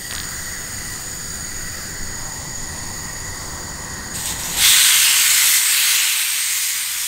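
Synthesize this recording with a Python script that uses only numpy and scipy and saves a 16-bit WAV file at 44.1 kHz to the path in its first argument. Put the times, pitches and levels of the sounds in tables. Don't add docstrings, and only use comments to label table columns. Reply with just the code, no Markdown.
import sys
import numpy as np
from scipy import signal
from scipy.fft import rfft, irfft
from scipy.io import wavfile
from scipy.ndimage import uniform_filter1d

SR = 44100
rng = np.random.default_rng(int(sys.argv[2]) if len(sys.argv) > 2 else 0)


def store_wav(level_fs):
    pcm = np.round(np.clip(np.atleast_2d(level_fs), -1, 1) * 32767)
    wavfile.write(sys.argv[1], SR, pcm.T.astype(np.int16))


N = 311787
HOP, FRAME = 128, 512
FRAME_S = np.arange(N // HOP + 5) * HOP / SR
SAMPLE_S = np.arange(N) / SR
BIN_HZ = np.fft.rfftfreq(FRAME, 1 / SR)[:, None]

# freq_hz, density_db_per_hz
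FIZZ_SPECTRUM = [(1500, -31), (4000, -8.5), (6000, -8.5), (8500, -4.5), (10500, -13), (13000, -10.5),
                 (16000, -16)]
# freq_hz, density_db_per_hz
ROAR_SPECTRUM = [(200, -28), (600, -27), (850, -17.5), (1100, -9), (1900, 0), (3300, -1), (4500, -3),
                 (5500, -11.5), (9000, -12.5)]
# centre_hz, width_hz, lift_db
PAN_HOLLOWS = [(944, 33, 6), (2040, 63, 3.5), (2740, 250, 1), (3230, 490, 1), (6570, 500, 2),
               (7600, 230, 0.5), (9400, 600, 2), (13140, 1100, 3.5)]
# centre_hz, width_hz
UPPER_GROOVE = (4100, 410)
# start_s, hold_s, fizz_db, roar_re_fizz_db
EDGE_DABS = [(4.137, 0.11, -29, -12), (4.248, .06, -25.5, -8), (4.38, 0.036, -28, -7),
             (4.43, .1, -27.5, -7)]
# time_s, fizz_db
FACE_LEVEL = [(4.5, -38), (4.58, -22.5), (4.66, -7), (4.75, -4), (4.9, -2), (5.2, -0.5), (5.57, 8),
              (5.62, 4), (5.75, 5), (5.95, 8), (6.1, 5.5), (6.22, 4), (6.28, 1.5), (6.65, 3.5), (6.8, -1),
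              (6.87, -5), (6.97, -4), (7.07, -3)]
# start_s, let_go_s, force (0-1)
TONG_PRESSES = [(4.103, 4.83, 0.91), (5.64, 6.18, 0.4), (6.72, 6.85, 0.08)]
# start_s, level_db, pitch_hz
JUICE_SPITS = [(4.1609, -11, 7500), (4.2134, -15, 7500), (4.2577, -7, 8000), (4.2964, -13, 7500),
               (4.3244, -14, 7500), (4.4353, -13, 5500), (4.4934, -16, 7500), (4.5421, -15, 7500),
               (5.5834, 10, 8000), (6.0784, 10, 3000)]
# centre_hz, nominal_width_hz, before_turn_db, after_turn_db
BURNER_MODES = [(938, 400, -42, 1), (1930, 71, 0, 2), (4700, 356, -8, -9), (5330, 190, -14, -15.5),
                (6830, 186, 1, 2), (8420, 560, -13, -24), (8780, 730, -10.5, -16),
                (10300, 400, -19.5, -20.5), (13300, 700, -23, -31), (13860, 180, -10, -15.5),
                (15500, 300, -20, -23), (15600, 250, -16, -20)]
# freq_hz, before_turn_db_per_hz, after_turn_db_per_hz
FLAME_SPECTRUM = [(300, -21.5, -24), (714, -17, -17.5), (2000, -23.5, -25), (3420, -21, -23.5),
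                  (7260, -17.5, -17.5), (11500, -29, -29), (16000, -38, -39)]
# centre_hz, nominal_width_hz, level_db
BROAD_BAND = (1580, 630, -9)
# time_s, extra_db
BROAD_BAND_LEVEL = [(.09, -9), (.11, 3), (.4, 0.5), (1.0, -3), (1.6, 0), (2.2, -2), (2.6, -12), (3.4, -5.5),
                    (4.3, 0.5)]
# time_s, turn (0-1)
MIC_TURN = [(0, 0.15), (1.3, .08), (2.1, 0.65), (2.8, 0.74), (3.5, 0.77), (4.5, .86)]
# start_s, level_db, pitch_hz
BOARD_PEEL = [(.1105, -11, 3900), (.120, -15, 9000), (.1262, -15.5, 2820), (.1268, -26, 1020),
              (.1365, -9, 8500), (.144, -26, 1110), (.1507, -10, 4800), (.1525, -8, 7200),
              (.1625, -14, 3800), (.182, -11, 3770), (.2015, -8.5, 4230), (.233, -19, 4000),
              (.2427, -15, 5500)]
# start_s, level_db, pitch_hz
PAN_NUDGE = (5.95, -20, 220)
# freq_hz, density_db_per_hz
RUMBLE_SPECTRUM = [(25, -5), (40, -1.5), (52, -4), (80, 1), (105, -3), (170, -5), (260, -11.5), (400, -13),
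                   (460, -25), (500, -11.5), (620, -32.5), (1100, -90)]

DAB_RISE_S, DAB_FADE_DB_PER_S = 0.014, 198
PRESS_RISE_S, EASE_PER_S, DRAIN_S = 0.11, 1.6, 0.4
ROAR_REST_HZ, ROAR_PRESS_HZ = 2110, 1510
FIZZ_DRY_HZ, FIZZ_WET_HZ = 8900, 7960
ROAR_DRY_DB, ROAR_WET_DB = -6, -1
LIFT_DB, LIFT_PRESS_DB = 3.5, 1.5
UPPER_DB, UPPER_PRESS_DB = 0, 4.5
AIR_HZ, AIR_DB_PER_S, SEARED_S = 9600, 2.5, 5.54
GAS_DB, GAS_DB_PER_S = -28.5, -0.5
CLOSE_S, FAR_DB = 0.1, -1.5
RUMBLE_DB, RUMBLE_DB_PER_S, NEAREST_S = -37.5, 0.83, 4
SHAKE_DB, SHAKE_SPREAD_DB = -37, 2
STEADIED_S, STEADIED_DB = 3.83, -17
EDGE_HZ = 15730


def gain_of(db):
    return 10 ** (np.asarray(db) / 20)


def evened(x):
    return x / np.sqrt(np.mean(x ** 2) + 1e-20)


def read(points, hz):
    f, *values = np.transpose(points)
    return [np.interp(np.log(hz + 1), np.log(f + 1), v) for v in values]


def played(rows, t):
    s, *values = np.transpose(rows)
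    return [np.interp(t, s, v) for v in values]


def peak(hz, centre_hz, width_hz):
    return 1 / (1 + (2 * (hz - centre_hz) / width_hz) ** 2)


def patches(bins, frames):
    field = rng.standard_normal((len(FRAME_S), len(BIN_HZ))).T
    across_bins = uniform_filter1d(field, bins, 0)
    return evened(uniform_filter1d(across_bins, frames, 1))


def shaped(x, magnitude):
    overlap = FRAME - HOP
    z = signal.stft(x, nperseg=FRAME, noverlap=overlap)[2]
    magnitude = magnitude / np.sqrt(np.mean(magnitude ** 2, 0))
    weighted = z * magnitude[:, :z.shape[1]]
    return signal.istft(weighted, nperseg=FRAME, noverlap=overlap)[1][:N]


def pops(rows, cycles):
    out, t = np.zeros(N), np.arange(400) / SR
    for start_s, level_db, pitch_hz in rows:
        u = 2 * t * pitch_hz / cycles
        burst = u * np.exp(1 - u) * np.sin(2 * np.pi * pitch_hz * t)
        out[round(start_s * SR):][:len(t)] += gain_of(level_db) * burst
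    return out


def sear():
    force, down, wet = presses(FRAME_S)
    fizz_hz = FIZZ_DRY_HZ + wet * (FIZZ_WET_HZ - FIZZ_DRY_HZ)
    roar_hz = ROAR_REST_HZ + ROAR_PRESS_HZ * force
    groove_db = (LIFT_DB + LIFT_PRESS_DB * force) * peak(BIN_HZ, roar_hz, 500)
    groove_db = groove_db + (UPPER_DB + UPPER_PRESS_DB * down) * peak(BIN_HZ, *UPPER_GROOVE)
    pan_db = sum(db * peak(BIN_HZ, hz, width_hz) for hz, width_hz, db in PAN_HOLLOWS)
    shared_db = pan_db + 0.47 * patches(200, 2) + 0.74 * patches(3, 120)
    treble = 1 / (1 + (AIR_HZ / (BIN_HZ + 1)) ** 10)
    air_db = AIR_DB_PER_S * np.clip(FRAME_S - SEARED_S, -0.5, 0.5) * treble

    fizz_db = read(FIZZ_SPECTRUM, BIN_HZ)[0] + air_db + 3.54 * peak(BIN_HZ, fizz_hz, 1900)
    fizz_db = fizz_db + shared_db + 1.7 * patches(14, 30)
    roar_db = read(ROAR_SPECTRUM, BIN_HZ)[0] + groove_db + shared_db + 0.5 * patches(8, 30)
    fizz = shaped(bursts(1500, 2.6, 0.34), gain_of(fizz_db))
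    roar = shaped(bursts(600, 2.1, 0.26), gain_of(roar_db))

    face = gain_of(played(FACE_LEVEL, FRAME_S)[0]) * (FRAME_S > EDGE_DABS[0][0])
    face_roar = face * gain_of(ROAR_DRY_DB + wet * (ROAR_WET_DB - ROAR_DRY_DB))
    edge, edge_roar = dabs(FRAME_S)
    fizz_level = np.interp(SAMPLE_S, FRAME_S, np.hypot(face, edge))
    roar_level = np.interp(SAMPLE_S, FRAME_S, np.hypot(face_roar, edge_roar))
    return fizz_level * fizz + roar_level * roar


def bursts(per_s, spread_db, share):
    size = gain_of(spread_db * np.minimum(rng.exponential(1, N), 4))
    happens = rng.random(N) < per_s / SR
    clicks = size * happens * rng.choice([-1, 1], N)
    return np.sqrt(share) * evened(clicks) + np.sqrt(1 - share) * rng.standard_normal(N)


def presses(t):
    start, stop, force = np.transpose(TONG_PRESSES)[..., None]
    rise = np.clip((t - start) / PRESS_RISE_S, 0, 1)
    pushed = np.clip(force - EASE_PER_S * np.maximum(t - stop, 0), 0, 1) * rise
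    down = rise * np.clip(1 - (t - stop) / PRESS_RISE_S, 0, 1)
    half_dry_s = stop + force / EASE_PER_S
    wet = rise * np.clip(0.5 - (t - half_dry_s) / DRAIN_S, 0, 1)
    return pushed.max(0), down.max(0), wet.max(0)


def dabs(t):
    start, hold, fizz_db, roar_db = np.transpose(EDGE_DABS)[..., None]
    rise = np.clip((t - start) / DAB_RISE_S, 0, 1)
    fade_db = DAB_FADE_DB_PER_S * np.maximum(t - start - hold, 0)
    each = rise * gain_of(fizz_db - fade_db)
    return np.linalg.norm(each, axis=0), np.linalg.norm(each * gain_of(roar_db), axis=0)


def spits():
    return pops(JUICE_SPITS, cycles=2.2)


def gas():
    turn = np.clip(played(MIC_TURN, FRAME_S)[0], 0, 1.3)
    before, after = read(FLAME_SPECTRUM, BIN_HZ)
    power = gain_of(before + turn * (after - before)) ** 2
    broad_hz, broad_width_hz, broad_db = BROAD_BAND
    broad_gain = gain_of(broad_db + played(BROAD_BAND_LEVEL, FRAME_S)[0])
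    power = power + broad_gain ** 2 * peak(BIN_HZ, broad_hz, broad_width_hz) ** 2
    for hz, width_hz, before_db, after_db in BURNER_MODES:
        mode_gain = gain_of(before_db + turn * (after_db - before_db))
        power = power + mode_gain ** 2 * peak(BIN_HZ, hz, width_hz) ** 1.43
    flutter = gain_of(1.4 * patches(5, 90))
    hiss = shaped(rng.standard_normal(N), np.sqrt(power) * flutter)
    return gain_of(GAS_DB + GAS_DB_PER_S * SAMPLE_S + FAR_DB * (SAMPLE_S < CLOSE_S)) * hiss


def peel():
    return pops(BOARD_PEEL, cycles=1.13)


def thud():
    start_s, level_db, pitch_hz = PAN_NUDGE
    t = np.maximum(SAMPLE_S - start_s, 0)
    return gain_of(level_db) * np.exp(-t / 0.022) * np.sin(2 * np.pi * pitch_hz * t)


def kitchen(x, t60_s, wet_db, turns_per_s):
    slots = np.arange(80, SR // 3, 20)
    wet, angle = 0, 2 * np.pi * turns_per_s * SAMPLE_S
    for k in range(3):
        taps = np.zeros(SR // 2)
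        sign = rng.choice([-1., 1.], len(slots))
        taps[slots + rng.integers(0, 20, len(slots))] = sign * gain_of(-60 * slots / SR / t60_s)
        window = np.sqrt(2 / 3) * np.cos(angle + k * np.pi / 3)
        wet = wet + signal.oaconvolve(x * window, taps / np.linalg.norm(taps))[:N]
    return (x + gain_of(wet_db) * wet) / np.hypot(1, gain_of(wet_db))


def rumble():
    hz = np.fft.rfftfreq(N, 1 / SR)
    house, hand, uneven = rfft(rng.standard_normal((3, N)))
    house = evened(irfft(house * gain_of(read(RUMBLE_SPECTRUM, hz)[0]), N))
    hand = evened(irfft(hand * peak(hz, 15, 24) ** 2, N))
    uneven = evened(irfft(uneven * peak(hz, 0, 2.8), N))
    house_db = RUMBLE_DB + RUMBLE_DB_PER_S * np.minimum(SAMPLE_S, NEAREST_S)
    house_db = house_db + FAR_DB * (SAMPLE_S < CLOSE_S)
    steadied = np.clip(SAMPLE_S - STEADIED_S + 0.5, 0, 1)
    hand_db = SHAKE_DB + SHAKE_SPREAD_DB * uneven + STEADIED_DB * steadied
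    hand_fade_in = np.clip(SAMPLE_S / CLOSE_S - 0.5, 0, 1)
    return gain_of(house_db) * house + gain_of(hand_db) * hand * hand_fade_in


def scene():
    stove = sear() + spits() + gas()
    echoed = kitchen(stove, t60_s=0.48, wet_db=-9, turns_per_s=0.12)
    mono = echoed + peel() + thud() + rumble()
    return np.array([mono, mono])


def record(dry):
    power_db = 10 * np.log10(abs(uniform_filter1d(dry[0] ** 2, 900)) + 1e-12)
    over_db = np.maximum(power_db + 19, 0)

    def lag(time_s):
        step = 1 / (time_s * SR)
        return signal.lfilter([step], [1, step - 1], over_db)

    ducked = dry / gain_of(0.53 * lag(0.029) + 0.53 * lag(0.84))
    clipped = np.clip(ducked, -1, 1)
    lowpass = signal.firwin(1023, EDGE_HZ, window=("kaiser", 9), fs=SR)
    return signal.oaconvolve(clipped, lowpass[None], "same")


dry = scene()
out = record(dry)
store_wav(out)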